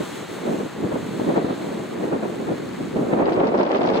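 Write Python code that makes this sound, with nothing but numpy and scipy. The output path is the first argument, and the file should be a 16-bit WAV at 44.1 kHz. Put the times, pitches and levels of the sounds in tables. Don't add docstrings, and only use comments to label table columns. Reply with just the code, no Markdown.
import sys
import numpy as np
from scipy import signal
from scipy.fft import rfft, irfft, next_fast_len
from scipy.io import wavfile
from scipy.ndimage import uniform_filter1d, map_coordinates

SR = 44100
rng = np.random.default_rng(int(sys.argv[2]) if len(sys.argv) > 2 else 0)


def log_audio(samples):
    frames = np.atleast_2d(samples).T
    limited = np.clip(frames, -1, 1)
    pcm = np.round(limited * 32767).astype(np.int16)
    wavfile.write(sys.argv[1], SR, pcm)


N = 176400

# [t/s, level/dB]
SURF_LEVEL = [(0, -35), (.3, -36.5), (.7, -37.5), (1.2, -37), (1.65, -37.5), (2.1, -38.5), (2.8, -38.5),
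              (3.2, -40.5), (3.5, -43), (4, -38)]
# [t/s, level/dB]
HISS_LEVEL = [(0, -49), (.18, -49.3), (.26, -52.5), (.35, -50), (.43, -53.5), (.52, -51), (.76, -55.7),
              (1.24, -52.5), (1.42, -56.7), (1.5, -56.5), (1.57, -53.5), (2.1, -56), (2.15, -58.5),
              (2.28, -55.3), (3.1, -56.8), (3.21, -60.5), (3.24, -66), (3.28, -62.5), (3.38, -61),
              (3.42, -66.5), (3.58, -65), (3.64, -69.5), (3.72, -66.5), (4, -63.5)]
HISS_LIFT_DB = 6.5
# [f/Hz, level/dB per Hz]
SURF_COLOUR = [(40, -33), (150, 5), (400, 0), (550, 1), (820, 0.5), (1300, -2.5), (2000, -5.5), (3000, -14),
               (4500, -16.5), (9000, -56)]
HISS_COLOUR = [(1000, -24), (2200, 2), (3000, 4), (4250, 4), (4700, -9), (5250, -4), (6500, 0.5), (7900, 0),
               (9000, -4.5), (10300, -7), (11900, -12), (13300, -11.5), (14800, -10), (16000, -14)]
SPOUT_COLOUR = [(1200, -8.5), (2500, -21), (3400, 7), (4300, 5), (4900, -9), (7000, -26), (12000, -24)]
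# [f/Hz, correlation/1]
SEA_ALIKE = [(100, 1), (450, -1.32), (800, 0.9), (1700, 0.82), (3000, 0.61), (4200, 0.92), (4700, 0.32),
             (5250, -0.34), (6400, 0.9), (8200, 0.75), (11500, 0.0031), (13500, .6), (16000, 0.57)]
SEA_PAN_DB = 0.5
SPOUT_S, SPOUT_HALF_S, SPOUT_DB = 1.43, 0.42, -52
SPOUT_FLUTTER_DB = 1.8

# [t/s, level/dB]
WIND_STRENGTH = [(0.0, -24.5), (0.02, -26.5), (0.05, -38), (0.23, -34), (0.25, -39), (0.275, -50),
                 (0.29, -34), (0.41, -34.5), (0.48, -23.5), (0.54, -26), (0.58, -30), (0.62, -29.5),
                 (0.67, -30), (0.683, -45), (0.715, -44), (0.76, -36.5), (0.77, -33), (0.79, -32.5),
                 (0.85, -24.5), (0.89, -29), (0.96, -26), (1.0, -33), (1.18, -30), (1.21, -24), (1.25, -27),
                 (1.3, -23.5), (1.33, -25.5), (1.38, -23), (1.43, -26.5), (1.48, -26), (1.53, -25),
                 (1.55, -34), (1.58, -32.5), (1.61, -29.5), (1.75, -28.5), (1.85, -31.5), (1.87, -35.5),
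                 (2.05, -25), (2.1, -28), (2.14, -25.5), (2.21, -31.5), (2.25, -27), (2.37, -32),
                 (2.42, -26), (2.44, -33), (2.52, -26), (2.57, -34), (2.6, -31.5), (2.78, -36.5),
                 (2.82, -31), (2.92, -34), (2.97, -22.5), (3.04, -21.5), (3.05, -27.5), (3.12, -23),
                 (3.14, -20), (3.17, -22.5), (3.19, -19), (3.31, -22.5), (3.34, -24), (3.39, -19),
                 (3.49, -22.5), (3.63, -19.5), (3.65, -26.5), (3.72, -22.5), (4.0, -21)]
# [t/s, level/dB]
BRIGHTNESS = [(0, -0.5), (.5, 2.5), (.72, -4), (.9, -1.5), (1.15, -3.5), (1.38, 3.5), (1.7, 0.5),
              (2.2, 0.5), (2.5, -0.5), (2.8, -7), (3.1, 2.5), (3.35, 4), (3.7, 8), (4, 4)]
# [f/Hz, level/dB per Hz]
THUMP_COLOUR = [(15, 3), (40, -13), (70, -16), (140, -24), (500, -66)]
RUMBLE_COLOUR = [(20, -55), (50, -28.5), (80, -17), (130, -7), (210, 2), (320, 3), (470, -1), (650, -10.5),
                 (1000, -43.5), (2000, -54), (5000, -94)]
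ROAR_COLOUR = [(120, -38), (300, -1), (470, 0.5), (620, 1), (780, -2.5), (1050, -7.5), (1450, -15.5),
               (2200, -23.5), (4000, -40.5), (8000, -68)]
# [f/Hz, correlation/1]
THUMP_ALIKE = [(40, -0.7)]
RUMBLE_ALIKE = [(50, 0.45), (130, 0.82), (280, 0.78), (450, 0.086), (700, 0.033)]
ROAR_ALIKE = [(300, 0.8), (600, 0.13), (1100, -0.32), (2500, -0.52), (6000, -.15)]
REF_DB = -22
THUMP_DB, THUMP_GROWS, THUMP_FLUTTER_DB = -50, 1.7, 4
RUMBLE_DB, RUMBLE_GROWS, RUMBLE_FLUTTER_DB = -20.5, 1, 3.5
ROAR_DB, ROAR_GROWS, ROAR_FLUTTER_DB = -28.5, 1.3, 2.5
THUMP_FLUTTER_HZ, FLUTTER_HZ = 11, 110.2
THINNING = 0.44
RISE = .028

# [t/s, level/dB, half length/s, roar over rumble/dB]
BUFFETS = [(.492, -23, 0.028, -15), (0.538, -24.5, 0.018, -10), (0.606, -24.5, 0.017, -3),
           (0.845, -21, .012, -12), (0.924, -22, 0.0075, 0), (.96, -21, .008, -3.5),
           (1.281, -21.5, 0.016, -13), (1.304, -21, 0.013, -1), (1.362, -18, 0.0067, -1),
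           (1.378, -15.5, 0.014, -8), (1.507, -21, 0.0099, -2), (2.04, -23, .012, -5),
           (2.131, -18, 0.0087, -3.5), (2.151, -22, 0.017, -5), (2.234, -21.5, 0.0097, -4),
           (2.256, -26, 0.0083, 2), (2.487, -26.5, 0.015, 6), (2.518, -21.5, 0.019, -12.5),
           (2.809, -28, .013, -3.5), (2.97, -22, 0.008, -2), (3.137, -14.5, 0.006, -1.5),
           (3.192, -25.5, 0.0076, 8), (3.223, -21, .018, 8), (3.29, -19, 0.01, 4), (3.322, -19.5, .007, 5),
           (3.405, -19.5, 0.011, 5), (3.453, -22.5, 0.021, 3), (3.549, -20.5, .01, -3),
           (3.612, -19.5, 0.0066, 15), (3.669, -21.5, 0.0072, 16), (3.748, -19.5, 0.01, 7),
           (3.851, -17.5, 0.0047, 4), (3.9, -21, 0.018, 2)]
BUFFET_HOLD_S = .012
# [t/s, peak level at the louder port/dB, left minus right/dB, f/Hz]
SLAPS = [(1.199, -13.5, 12, 577), (1.304, -11, -2, 510), (1.379, -4.5, 24, 590), (1.4473, -10, 5, 280),
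         (3.131, -6, 27, 370)]

# [t/s, level/dB]
CRACKLE_LEVEL = [(0, -61), (2.9, -50), (3.23, -57), (3.27, -43), (3.4, -44.5), (3.42, -47), (3.44, -42.5),
                 (3.48, -40), (3.51, -47), (3.56, -44), (3.6, -36), (3.65, -42), (3.68, -43), (3.72, -37.5),
                 (3.76, -37), (3.8, -40), (3.88, -36), (3.92, -38.5), (3.96, -33.5), (4, -37)]
# [f/Hz, level/dB per Hz]
CRACKLE_COLOUR = [(500, -12), (1100, 15), (1600, 1.5), (2300, 6.5), (3300, 1), (4700, -4.5), (5600, -7.5),
                  (7000, -18), (10000, -40), (16000, -53.5)]
CRACKLE_PAN_DB = 4.5
TICK_DB, TICKS_HZ = 3.8, 520
CRACKLE_PATCH_HZ, CRACKLE_PATCH_S, CRACKLE_FLUTTER_DB = 2600, .0012, 2.6
# [t/s, level/dB, centre f/Hz, left minus right/dB]
SPITS = [(3.136, -41, 2600, 4), (3.258, -36, 3300, 3), (3.333, -37, 3400, 5), (3.362, -41, 2700, -2),
         (3.403, -35.5, 2500, -5), (3.472, -39, 3800, 3), (3.579, -42, 4200, 0), (3.591, -40, 3800, 2),
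         (3.613, -38, 3200, -1), (3.633, -40, 4100, 4), (3.667, -37, 3200, 3), (3.749, -31.5, 2100, -5),
         (3.784, -40, 3300, 1), (3.818, -34.5, 3250, 0), (3.843, -34, 1900, -1), (3.863, -40, 4600, 4),
         (3.875, -37.5, 3200, 2), (3.891, -33, 3500, 2), (3.946, -35.5, 3700, 2), (3.961, -35, 3300, 1),
         (3.973, -34, 2900, 3)]
SPIT_S, SPIT_KNOTS_HZ = .0036, 3300

TOP_HZ = 15800


def amp(db):
    return 10 ** (np.asarray(db) / 20)


def unit(x):
    return x / np.sqrt(np.mean(x ** 2) + 1e-20)


def along(points, hz):
    f, v = np.transpose(points)
    return np.interp(np.log(hz + 1), np.log(f + 1), v)


def curve(rows):
    return np.interp(np.arange(N) / SR, *np.transpose(rows))


def wobble(rate):
    knots = rng.standard_normal(N // 20)
    return map_coordinates(knots, [np.arange(N) * rate / SR], mode="mirror")


def pan(db):
    return amp(np.array([[db], [-db]]) / 2)


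def filtered(x, response):
    m = next_fast_len(N + SR // 2)
    return irfft(rfft(x, m) * response(np.fft.rfftfreq(m, 1 / SR)), m)[..., :N]


def rush(colour, alike, swing_db):
    def mid_side_response(hz):
        angle = np.arccos(np.clip(along(alike, hz), -1, 1)) / 2
        return amp(along(colour, hz)) * [np.cos(angle), np.sin(angle)]

    white = rng.standard_normal((2, N)) * amp(swing_db)
    mid, side = filtered(white, mid_side_response)
    return unit(np.array([mid + side, mid - side]))


def eddies(colour, alike, depth_db, rate, hold_s):
    x = rush(colour, alike, depth_db * wobble(rate))
    power = uniform_filter1d(np.mean(x ** 2, axis=0), max(int(hold_s * SR), 2))
    return x / np.sqrt(np.abs(power) + 1e-9)


def quickened(x):
    place = np.cumsum(2 ** (RISE * curve(BRIGHTNESS)))
    return np.array([map_coordinates(port, [place], mode="mirror") for port in x])


def patchy(x, depth_db, width_hz, length_s):
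    hz, t, z = signal.stft(x, SR, nperseg=128)
    across = np.exp(-((hz - hz.mean()) / width_hz) ** 2)
    lengthwise = np.exp(-((t[:31] - t[15]) / length_s) ** 2)
    blob = np.outer(across, lengthwise)
    field = unit(signal.fftconvolve(rng.standard_normal(z.shape[1:]), blob, "same"))
    gain = amp(depth_db * np.clip(field, -2, 2))
    return unit(signal.istft(z * gain, nperseg=128)[1][:, :N])


def surf():
    return amp(curve(SURF_LEVEL)) * rush(SURF_COLOUR, SEA_ALIKE, 0.37 * wobble(15))


def spray():
    swing_db = .5 * wobble(36.1) + 1.1 * wobble(900)
    return amp(curve(HISS_LEVEL) + HISS_LIFT_DB) * rush(HISS_COLOUR, SEA_ALIKE, swing_db)


def spout():
    swell = np.exp(-((np.arange(N) / SR - SPOUT_S) / SPOUT_HALF_S) ** 2)
    return amp(SPOUT_DB) * swell * rush(SPOUT_COLOUR, SEA_ALIKE, SPOUT_FLUTTER_DB * wobble(31.1))


def sea():
    return pan(SEA_PAN_DB) * (surf() + spray() + spout())


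def wind():
    gust_db, bright_db = curve(WIND_STRENGTH) - REF_DB, curve(BRIGHTNESS)
    thump = eddies(THUMP_COLOUR, THUMP_ALIKE, THUMP_FLUTTER_DB, THUMP_FLUTTER_HZ, hold_s=.4)
    thump = amp(THUMP_DB + THUMP_GROWS * gust_db) * thump
    rumble = quickened(eddies(RUMBLE_COLOUR, RUMBLE_ALIKE, RUMBLE_FLUTTER_DB, FLUTTER_HZ, hold_s=0.025))
    rumble = amp(RUMBLE_DB + RUMBLE_GROWS * gust_db) * rumble
    roar = eddies(ROAR_COLOUR, ROAR_ALIKE, ROAR_FLUTTER_DB, FLUTTER_HZ, hold_s=0.066)
    roar = amp(ROAR_DB + ROAR_GROWS * gust_db) * roar
    return amp(-THINNING * bright_db) * (thump + rumble) + amp(bright_db) * roar


def buffets():
    t, out = np.arange(N) / SR, np.zeros((2, N))
    rumble = quickened(eddies(RUMBLE_COLOUR, RUMBLE_ALIKE, 0, FLUTTER_HZ, BUFFET_HOLD_S))
    roar = eddies(ROAR_COLOUR, ROAR_ALIKE, 0, FLUTTER_HZ, BUFFET_HOLD_S)
    for s, db, half_s, roar_db in BUFFETS:
        near = np.abs(t - s) < 4 * half_s
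        swell = np.exp(-((t[near] - s) / half_s) ** 2)
        air = (rumble[:, near] + amp(roar_db) * roar[:, near]) / np.hypot(1, amp(roar_db))
        out[:, near] += amp(db) * swell * air
    return out


def slaps():
    t, out = np.arange(N) / SR, np.zeros((2, N))
    for s, db, side_db, hz in SLAPS:
        u = (np.pi * hz * (t - s)) ** 2
        push = (1 - 2 * u) * np.exp(-u)
        sides = pan(side_db) / pan(side_db).max()
        out += sides * amp(db) * push
    return out


def crackle():
    t = np.arange(N) / SR
    ticks = rush(CRACKLE_COLOUR, ROAR_ALIKE, TICK_DB * wobble(TICKS_HZ))
    ticks = patchy(ticks, CRACKLE_FLUTTER_DB, CRACKLE_PATCH_HZ, CRACKLE_PATCH_S)
    out = pan(CRACKLE_PAN_DB) * amp(curve(CRACKLE_LEVEL)) * ticks
    noise = np.array([wobble(SPIT_KNOTS_HZ) + 1j * wobble(SPIT_KNOTS_HZ) for port in range(2)])
    for s, db, hz, side_db in SPITS:
        near = np.abs(t - s) < 4 * SPIT_S
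        u = t[near] - s
        pitched = np.real(noise[:, near] * np.exp(2j * np.pi * hz * u))
        burst = np.exp(-(u / SPIT_S) ** 2) * pitched
        out[:, near] += unit(pan(side_db)) * amp(db) * burst
    return out


def scene():
    return sea() + wind() + buffets() + slaps() + crackle()


def record(dry):
    return filtered(dry, lambda hz: hz < TOP_HZ)


dry = scene()
out = record(dry)
log_audio(out)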